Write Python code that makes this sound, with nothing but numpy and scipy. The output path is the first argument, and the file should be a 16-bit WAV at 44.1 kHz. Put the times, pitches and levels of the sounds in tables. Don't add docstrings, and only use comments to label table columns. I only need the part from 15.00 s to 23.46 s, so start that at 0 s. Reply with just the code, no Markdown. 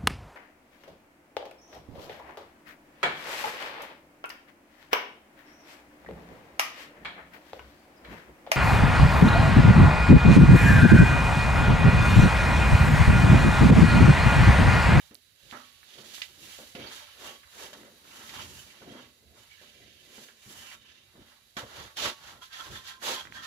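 import sys
import numpy as np
from scipy import signal
from scipy.fft import rfft, irfft, next_fast_len
from scipy.io import wavfile

SR = 44100
rng = np.random.default_rng(int(sys.argv[2]) if len(sys.argv) > 2 else 0)


def master_out(mix):
    frames = np.transpose(np.atleast_2d(mix))
    ceiling = np.clip(frames, -1, 1)
    pcm = np.round(ceiling * 32767).astype(np.int16)
    wavfile.write(sys.argv[1], SR, pcm)


N = 373086
PADDED = next_fast_len(N + SR // 5, real=True)
HZ = np.maximum(np.arange(PADDED // 2 + 1) * SR / PADDED, 1)
FLANK_DB, ROUNDNESS = 20, 1.5


def amp(db):
    return 10 ** (np.asarray(db) / 20)


def in_time(rows):
    times, *columns = np.transpose(rows)
    return [np.interp(np.arange(N) / SR, times, column) for column in columns]


def over_hz(points):
    hz, value = np.transpose(points)
    return np.interp(np.log(HZ), np.log(hz), value)


def modes(table, share):
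    ring = sum((-1) ** k * amp(level_db) * 1j * HZ * width / (hz ** 2 - HZ ** 2 + 1j * HZ * width)
               for k, (hz, width, level_db) in enumerate(table))
    return 1 - share + share * 4 * ring


def drift(rate_hz):
    pole = np.exp(-80 * np.pi * rate_hz / SR)
    slow = signal.lfilter([1], [1, -2 * pole, pole * pole], rng.standard_normal(N // 40 + 2002))[2000:]
    return np.interp(np.arange(N) / 40, np.arange(len(slow)), slow / slow.std())


def grit(rough_db, slip_db, slip_hz):
    size = amp(rough_db * np.minimum(rng.exponential(1, N), 5) + slip_db * drift(slip_hz))
    grains = size * rng.standard_normal((3, N))
    return grains / grains.std()


def gestures(rows, idle_db):
    t = np.arange(0, N + 64, 64) / SR
    peak_s, swell, fade, level_db, *layers_db = np.transpose(rows)[:, :, None]
    away = np.abs(t - peak_s) / np.maximum(np.where(t < peak_s, swell, fade), 1 / SR)
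    shape_db = level_db - FLANK_DB * away ** ROUNDNESS
    powers = [np.sum(amp(shape_db + layer_db) ** 2, axis=0) + amp(rest_db) ** 2
              for layer_db, rest_db in zip([0] + layers_db, idle_db)]
    return [np.interp(np.arange(N) / SR, t, np.sqrt(power)) for power in powers]


def ringing(rubbing, table, wander_db):
    out = 0
    for hz, width, level_db in table:
        r = np.exp(-np.pi * width / SR)
        ring = signal.lfilter([1 - r * r], [1, -2 * r * np.cos(2 * np.pi * hz / SR), r * r], rubbing)
        out = out + amp(level_db + wander_db * drift(7)) * ring
    return out


# (frequency [Hz], likeness [0-1])
PORT_LIKENESS = [(60, 0.79), (290, 0.99), (700, 0.87), (1500, 0.12), (5000, 0.16), (15000, 0.08)]
# (frequency [Hz], phase [rad])
PORT_LEAD = [(0, 0), (900, -1.43), (1810, 5), (2500, 7), (16000, 53.5)]
# (frequency [Hz], left minus right [dB])
PORT_SHADE = [(60, -11), (130, 3), (400, 0), (1200, 0.5), (2800, -7.5), (6000, 0.5), (9500, -4.5),
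              (14000, -5)]
def heard(grains, force, response):
    common, left, right = rfft(grains * force, PADDED)
    alike = np.clip(over_hz(PORT_LIKENESS), 0, 1)
    late = np.exp(-1j * np.interp(HZ, *np.transpose(PORT_LEAD)))
    shade = amp(over_hz(PORT_SHADE) / 2)
    mid_power = (shade ** 2 + shade ** -2 + 2 * alike * late.real) / 4
    response = response / np.sqrt(np.mean(np.abs(response) ** 2 * mid_power))
    shared = np.sqrt(alike) * common * [np.ones_like(late), late]
    diffuse = np.sqrt(1 - alike) * np.array([left, right])
    return irfft((shared + diffuse) * response * [shade, 1 / shade], PADDED)[:, :N]


# (frequency [Hz], width [Hz], level [dB])
JET_WHISTLES = [(3900, 150, -2), (4600, 40, 6), (6720, 40, 3), (10330, 80, 5), (11500, 50, 1),
                (13250, 50, 9)]
# (frequency [Hz], level [dB])
BURNER_EQ = [(18, -45), (30, 2.5), (75, 13), (437, -23), (554, -2), (822, -12), (1670, 3.5), (2480, 0),
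             (3870, 4.5), (7270, -4), (8300, -6), (9970, -1), (13000, -7), (16000, -4)]
def burner(level_db):
    tone = modes(JET_WHISTLES, share=0.35) * amp(over_hz(BURNER_EQ))
    return heard(grit(0.2, 1.0, 8.5), amp(level_db), tone)


# (frequency [Hz], width [Hz], level [dB])
BOARD_MODES = [(115.2, 16, 4.5), (225.5, 20, 2.5), (250.7, 13, -4), (287.6, 21.7, -2), (357, 41.5, -7),
               (437, 65, -2.5), (524, 43, -2.5), (593.8, 27.3, 1), (796, 17, -6.5), (901, 45, -1),
               (1125, 5.1, -7.5), (1304, 23, -3.5)]
# (frequency [Hz], level [dB])
RUMBLE_EQ = [(76, -45), (130, -6.5), (351, 3.5), (479, 3), (587, -2), (700, 10), (910, -24), (1540, -120)]
GROUND_EQ = [(15, -57), (25, -38), (41, -12.5), (80, -3), (114, -5), (160, -11), (210, -15.5), (350, -120)]
# (peak time [s], swell [s], fade [s], rumble [dB], thud over rumble [dB], upper modes over rumble [dB])
PIN_ROLLS = [(0.45, 0.041, 0.15, -69, 8, 2), (1.0, 0.15, 0.22, -56, -15, -5.5),
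             (1.45, 0.22, 0.12, -56.5, -9, -16.5), (1.79, 0.026, 0.19, -49, -8, -1),
             (2.26, 0.14, 0.15, -59, -9, 5), (2.62, 0.082, 0.082, -54.5, -18, 5.5),
             (2.82, 0.19, 0.19, -53, -22, -5), (3.17, 0.24, 0.73, -57, -15, -6.5),
             (3.41, 0.12, 0.32, -53.5, 2, -19), (3.88, 0.11, 0.22, -47, -24, -7.5),
             (4.37, 0.41, 0.13, -68.5, 1.5, 1.5), (4.86, 0.39, 0.18, -65.5, -4, -2.5),
             (5.19, 0.32, 0.22, -61.5, -42, -1.5), (5.48, 0.057, 0.23, -55, -8, -22),
             (5.62, 0.13, 0.99, -68.5, -4, -8.5), (6.18, 0.061, 0.1, -53.5, -8, -10),
             (6.59, 0.029, 0.18, -57, 7, 4.5), (6.8, 0.12, 0.12, -61, 7.5, 5.5),
             (7.05, 0.076, 0.073, -46, -8, 6.5), (7.36, 0.32, 0.094, -64, 2, -1.5),
             (7.71, 0.1, 0.14, -53, 0.5, -7.5), (8.1, 0.062, 0.086, -55, -9, 14.5),
             (8.33, 0.59, 0.23, -58, -2.5, -19)]
def board_rumble():
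    rolling, thud, upper = gestures(PIN_ROLLS, idle_db=[-83, -76.5, -83])
    force = np.hypot(rolling, knock_force("board"))
    tone = modes(BOARD_MODES, share=0.53) * amp(over_hz(RUMBLE_EQ))
    rumble = heard(grit(2.1, 1.55, 33), force, tone)
    low, high = [signal.sosfilt(signal.butter(4, 330, side, fs=SR, output="sos"), rumble)
                 for side in ("low", "high")]
    ground = heard(grit(3.8, 3.5, 8.4), thud, amp(over_hz(GROUND_EQ)))
    return low + high * upper / rolling + ground


# (frequency [Hz], width [Hz], level [dB])
BASIN_MODES = [(1796, 120, -15.5), (2037, 29, -6.5), (2366, 88, -9.5), (2785, 170, -13.5), (3014, 72, -8.5),
               (3253, 42, -9), (3726, 42, -8), (4560, 17, -14)]
def basin(contact, wander_db):
    return ringing(contact, BASIN_MODES, wander_db)


# (time [s], level before panning [dB], pitch [Hz], rattle over click [dB])
CRUMB_TICKS = [(0.1458, -27, 10600, -25), (0.153, -30.5, 4380, -24), (0.512, -27, 3100, -16),
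               (0.831, -38, 1780, -10), (1.182, -34, 1200, -22), (1.2185, -16.5, 3100, -7.5),
               (1.2202, -18, 3100, -15), (1.752, -28, 2860, -1.5), (2.432, -40, 1880, -1),
               (2.473, -45, 1250, -1), (2.834, -37, 1650, -17), (3.052, -39, 1215, -5),
               (3.293, -35, 3060, 4), (3.704, -38.5, 2880, -3), (5.287, -38, 1954, -8),
               (5.715, -37, 2620, 2), (8.253, -31, 1490, -7), (8.272, -29.5, 1910, -17),
               (8.324, -25.5, 1900, -28)]
def crumbs():
    clicks, rattles = np.zeros((2, 2, N + SR))
    t, lead = np.arange(SR // 5) / SR, round(0.0005 * SR)
    noises = rng.standard_normal((len(CRUMB_TICKS), 2, len(t)))
    for (start_s, level_db, hz, rattle_db), noise in zip(CRUMB_TICKS, noises):
        contact_s = min(0.0002, 0.7 / hz)
        click = np.sin(2 * np.pi * hz * t) * t / contact_s * np.exp(1 - t / contact_s)
        band = signal.butter(2, [hz / 1.5, hz * 1.5], "band", fs=SR, output="sos")
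        rattle = amp(rattle_db - 60 * t / 0.13) * signal.sosfilt(band, noise)
        start = round(start_s * SR)
        for side, (at, side_db) in enumerate([(start - lead, -8), (start, -1)]):
            clicks[side, at:at + len(t)] += amp(level_db + side_db) * click
            rattles[side, at:at + len(t)] += amp(level_db + side_db) * rattle[side]
    return (clicks + rattles)[:, :N] + basin(rattles[:, :N] + 1e-18, wander_db=-2)


# (peak time [s], swell [s], fade [s], level before panning [dB], pitch [Hz])
RUB_CATCHES = [(0.549, 0.021, 0.11, -49, 1255), (1.79, 0.033, 0.31, -55, 2280),
               (1.872, .015, 0.029, -46.5, 4510), (2.28, 0.046, 0.07, -49.5, 2830),
               (4.52, .03, .05, -56.5, 2230), (4.6, .05, .03, -61.5, 1740), (5.3, 0.013, .025, -57, 1640),
               (7.545, 0.024, 0.057, -47, 1840), (7.605, 0.026, 0.042, -43.5, 1340),
               (7.762, 0.023, 0.051, -44, 3480), (8.195, 0.059, 0.033, -39, 3280),
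               (7.608, .02, 0.027, -45, 3350), (7.76, .025, 0.026, -49, 1810),
               (3.39, 0.041, .05, -50, 1050), (5.61, 0.088, .05, -55, 3000)]
def catches():
    out, half = np.zeros((2, N + SR)), SR // 3
    t = np.arange(-half, half) / SR
    r = np.exp(-np.pi * 85 / SR)
    noises = rng.standard_normal((len(RUB_CATCHES), 2, len(t)))
    for (peak_s, swell, fade, level_db, hz), noise in zip(RUB_CATCHES, noises):
        sung = signal.lfilter([1], [1, -2 * r * np.cos(2 * np.pi * hz / SR), r * r], noise)
        sung /= sung.std(axis=1, keepdims=True)
        shape_db = level_db - FLANK_DB * (np.abs(t) / np.where(t < 0, swell, fade)) ** ROUNDNESS
        at = round(peak_s * SR) - half
        out[:, at:at + len(t)] += amp(shape_db) * sung * amp([[-3], [3]])
    return out[:, :N]


# (frequency [Hz], width [Hz], level [dB])
PIN_MODES = [(1042, 15, -2), (1363, 70, -7.5), (1592, 46, -2), (1790, 70, -9), (3277, 35, 5.5),
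             (3450, 24, -5)]
def pin_drag(force):
    friction = heard(grit(3.0, 2.0, 20), force, amp(over_hz(WOOD_EQ)) + amp(over_hz(SCRAPE_EQ)))
    return amp(-7.5) * ringing(friction, PIN_MODES, wander_db=4)


# (frequency [Hz], level [dB])
SCRAPE_EQ = [(940, -36), (1600, -7), (2560, -2.5), (3340, 4.5), (4570, -1.5), (5200, -6), (6760, -9.5),
             (11400, -120)]
FLOUR_EQ = [(2820, -19), (4800, -5.5), (6460, -2.5), (7440, -1), (8400, -11.5), (9720, -6), (11700, -6.5),
            (15100, -14.5), (16000, -0.5)]
WOOD_EQ = [(350, -37), (600, 0), (690, 1), (1340, 7), (1900, 4.5), (2470, -9), (4180, -120)]
# (time [s], share of the rubbing [0-1])
PIN_SHARE = [(0, 0), (7.3, 0.06), (7.41, 0.68), (8.0, 0.67), (8.03, 0), (8.15, 0.24), (8.3, 0.81),
             (8.46, 0.85)]
# (peak time [s], swell [s], fade [s], scrape [dB], hiss over scrape [dB], wood over scrape [dB])
HAND_SWEEPS = [(0.03, 0.42, 0.14, -60.5, -2.5, -7.5), (0.54, 0.18, 0.35, -56.5, -3.5, -12),
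               (0.95, 0.17, 0.26, -58, -3.5, -7.5), (1.18, 0.22, 0.17, -51.5, 2, -9.5),
               (1.53, 0.25, 0.29, -51.5, 1.5, -9.5), (1.8, 0.02, 0.6, -47.5, -22, -9),
               (1.94, 0.065, 0.14, -50, 2, -6), (2.275, 0.12, 0.12, -46, -2, -7),
               (2.63, 0.15, 0.12, -48, -1, -4), (2.78, 0.075, 0.3, -58.5, -3, -4.5),
               (3.17, 0.18, 0.9, -52.5, -1, -5), (3.4, 0.14, 0.085, -44.5, -7.5, -3),
               (3.58, 0.5, 0.18, -55, 3.5, -23), (3.8, 0.36, 0.31, -55.5, -37, -19.5),
               (4.0, 0.17, 0.12, -51.5, -17, -5.5), (4.39, 0.08, 0.15, -61, -0.5, -3.5),
               (4.53, 0.11, 0.79, -57, -9, -32), (4.85, 0.11, 0.59, -59.5, -21, -26),
               (5.23, 0.26, 0.13, -52, -1.5, -13), (5.54, 0.15, 0.28, -56.5, 5.5, -4.5),
               (5.735, 0.44, 0.043, -48, -5.5, -14), (5.9, .2, 0.26, -55.5, -25, -20),
               (6.3, 0.37, 0.2, -63.5, -12, -3), (6.58, 0.015, 0.11, -49.5, -3, 4),
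               (6.8, .2, 0.15, -49.5, -5, 0), (6.985, 0.023, 0.18, -37.5, -6, -12),
               (7.06, 0.056, 0.063, -33, -5.5, -2), (7.3, 0.18, 0.13, -53.5, -3.5, -1),
               (7.43, 0.02, 0.072, -46, -6.5, -31), (7.535, 0.029, 0.19, -45, -12, -25),
               (7.61, 0.12, 0.22, -48.5, -5, 0), (7.76, 0.11, 0.096, -45.5, -5.5, -6),
               (7.89, 0.078, 0.097, -43, -8, -9.5), (8.04, 0.033, 0.15, -49, 5.5, 7),
               (8.1, 0.079, 0.13, -35.5, -3.5, -3.5), (8.2, 0.091, 0.13, -49.5, -6, 0),
               (8.37, 0.07, 0.073, -43.5, -11, -7.5), (8.44, 0.043, 0.16, -41.5, -13, -12)]
def sweeps(basin_share):
    coarse, fine, woody = gestures(HAND_SWEEPS, idle_db=[-75, -72, -86])
    on_pin, in_basin = np.clip(in_time(PIN_SHARE)[0], 0, 1), np.clip(basin_share, 0, 1)
    slap = knock_force("slap")
    rub, hollow = np.hypot(coarse, slap), np.hypot(woody, knock_force("wood"))
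    grains = grit(2.14, 1.3, 28.5)
    scrape = heard(grains, rub * np.sqrt(1 - on_pin), amp(over_hz(SCRAPE_EQ)))
    hiss = heard(grains, np.hypot(fine, amp(-6) * slap), amp(over_hz(FLOUR_EQ)))
    wood_tone = modes(BOARD_MODES, share=0.48) * amp(over_hz(WOOD_EQ))
    wood = heard(grit(2.54, 2.17, 29), hollow * np.sqrt(1 - on_pin), wood_tone)
    pin = pin_drag(np.hypot(rub, hollow) * np.sqrt(on_pin))
    metal = basin(scrape * np.sqrt(in_basin), wander_db=4)
    return scrape * np.sqrt(1 - in_basin) + metal + hiss + wood + pin


# (time [s], relative level [dB], wood over level [dB],
# slap over level [dB], pitch of the spot [Hz], time for the force to fall 60 dB [s])
LANDINGS = [(0.11, -43.5, -7, -2, 208, 0.17), (0.525, -40, 9.5, -18, 228, 0.31),
            (0.979, -52, 4, 6, 297, 0.24), (1.588, -40, -4.5, -20, 546, 0.3),
            (1.75, -36.5, -5.5, -10, 248, 0.44), (2.731, -40.5, 4, 6.5, 580, 0.13),
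            (3.818, -42.5, -0.5, -5.5, 400, 0.42), (3.921, -41, -22, -8, 228, 0.37),
            (4.614, -50, -3.5, 1, 555, 0.46), (4.8, -51, -23, -14, 125.8, 0.43),
            (5.181, -42, -5, -14, 292, 0.11), (5.461, -42, -8, -33, 110, 0.072),
            (6.152, -50, -1.5, -17, 220, 0.54), (6.568, -34.5, 9.5, 5.5, 276, 0.17),
            (6.63, -36, -27, -32, 113, 0.073), (6.969, -45.5, 14.5, 17, 590, 0.21),
            (7.656, -45.5, 11, -8, 600, 0.18), (8.024, -41.5, -5, -6, 370, 0.29)]
def knock_force(layer):
    force, t = np.zeros(N + SR), np.arange(SR // 2) / SR
    for start_s, level_db, wood_db, slap_db, _, t60 in LANDINGS:
        layer_db = {"board": 0, "wood": wood_db, "slap": slap_db}[layer]
        at = round(start_s * SR)
        force[at:at + len(t)] += amp(level_db + layer_db - 12 - 60 * t / t60)
    return force[:N]


def knocks():
    out, t = np.zeros(N + SR), np.arange(SR // 3) / SR
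    hz, width, mode_db = np.transpose(BOARD_MODES)[:, :, None]
    variations_db = 2.5 * rng.standard_normal((len(LANDINGS), len(BOARD_MODES), 1))
    for (start_s, level_db, wood_db, _, spot_hz, t60), vary_db in zip(LANDINGS, variations_db):
        struck_db = np.where(hz > 1000, wood_db - 16.5, -25 * np.log2(hz / spot_hz) ** 2) + vary_db
        decay = np.exp(-np.pi * width * t * 0.12 / t60)
        rings = amp(level_db - 10 + mode_db + struck_db) * decay * np.sin(2 * np.pi * hz * t)
        at = round(start_s * SR)
        out[at:at + len(t)] += rings.sum(0)
    return out[:N]


# (time [s], burner level [dB], treble left minus right [dB], share of the scrape in the basin [0-1])
MIC_TURN = [(0, -68, -12, 0.89), (1, -64, -10.5, 0.13), (1.6, -59, -7.5, 0.65), (3.2, -62.5, -6.5, 0.7),
            (4, -66.5, -8.5, 0.81), (5, -66.5, -8.5, 0.7), (5.7, -73, -7, 0.87), (6.4, -66, -8.5, 0.62),
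            (7, -64, -7, 0.27), (8.46, -72, -7, 0.04)]
def scene():
    burner_db, pan_db, basin_share = in_time(MIC_TURN)
    swing = amp((pan_db + 5.5) / 2 * np.array([[1], [-1]]))
    bright = sweeps(basin_share) + burner(burner_db) + crumbs() + catches()
    return bright * swing + board_rumble() + knocks()


def record(dry):
    thin = signal.sosfilt(signal.butter(2, 40, "high", fs=SR, output="sos"), dry)
    return signal.sosfilt(signal.cheby2(20, 70, 16000, fs=SR, output="sos"), thin)


dry = scene()
out = record(dry)
master_out(out)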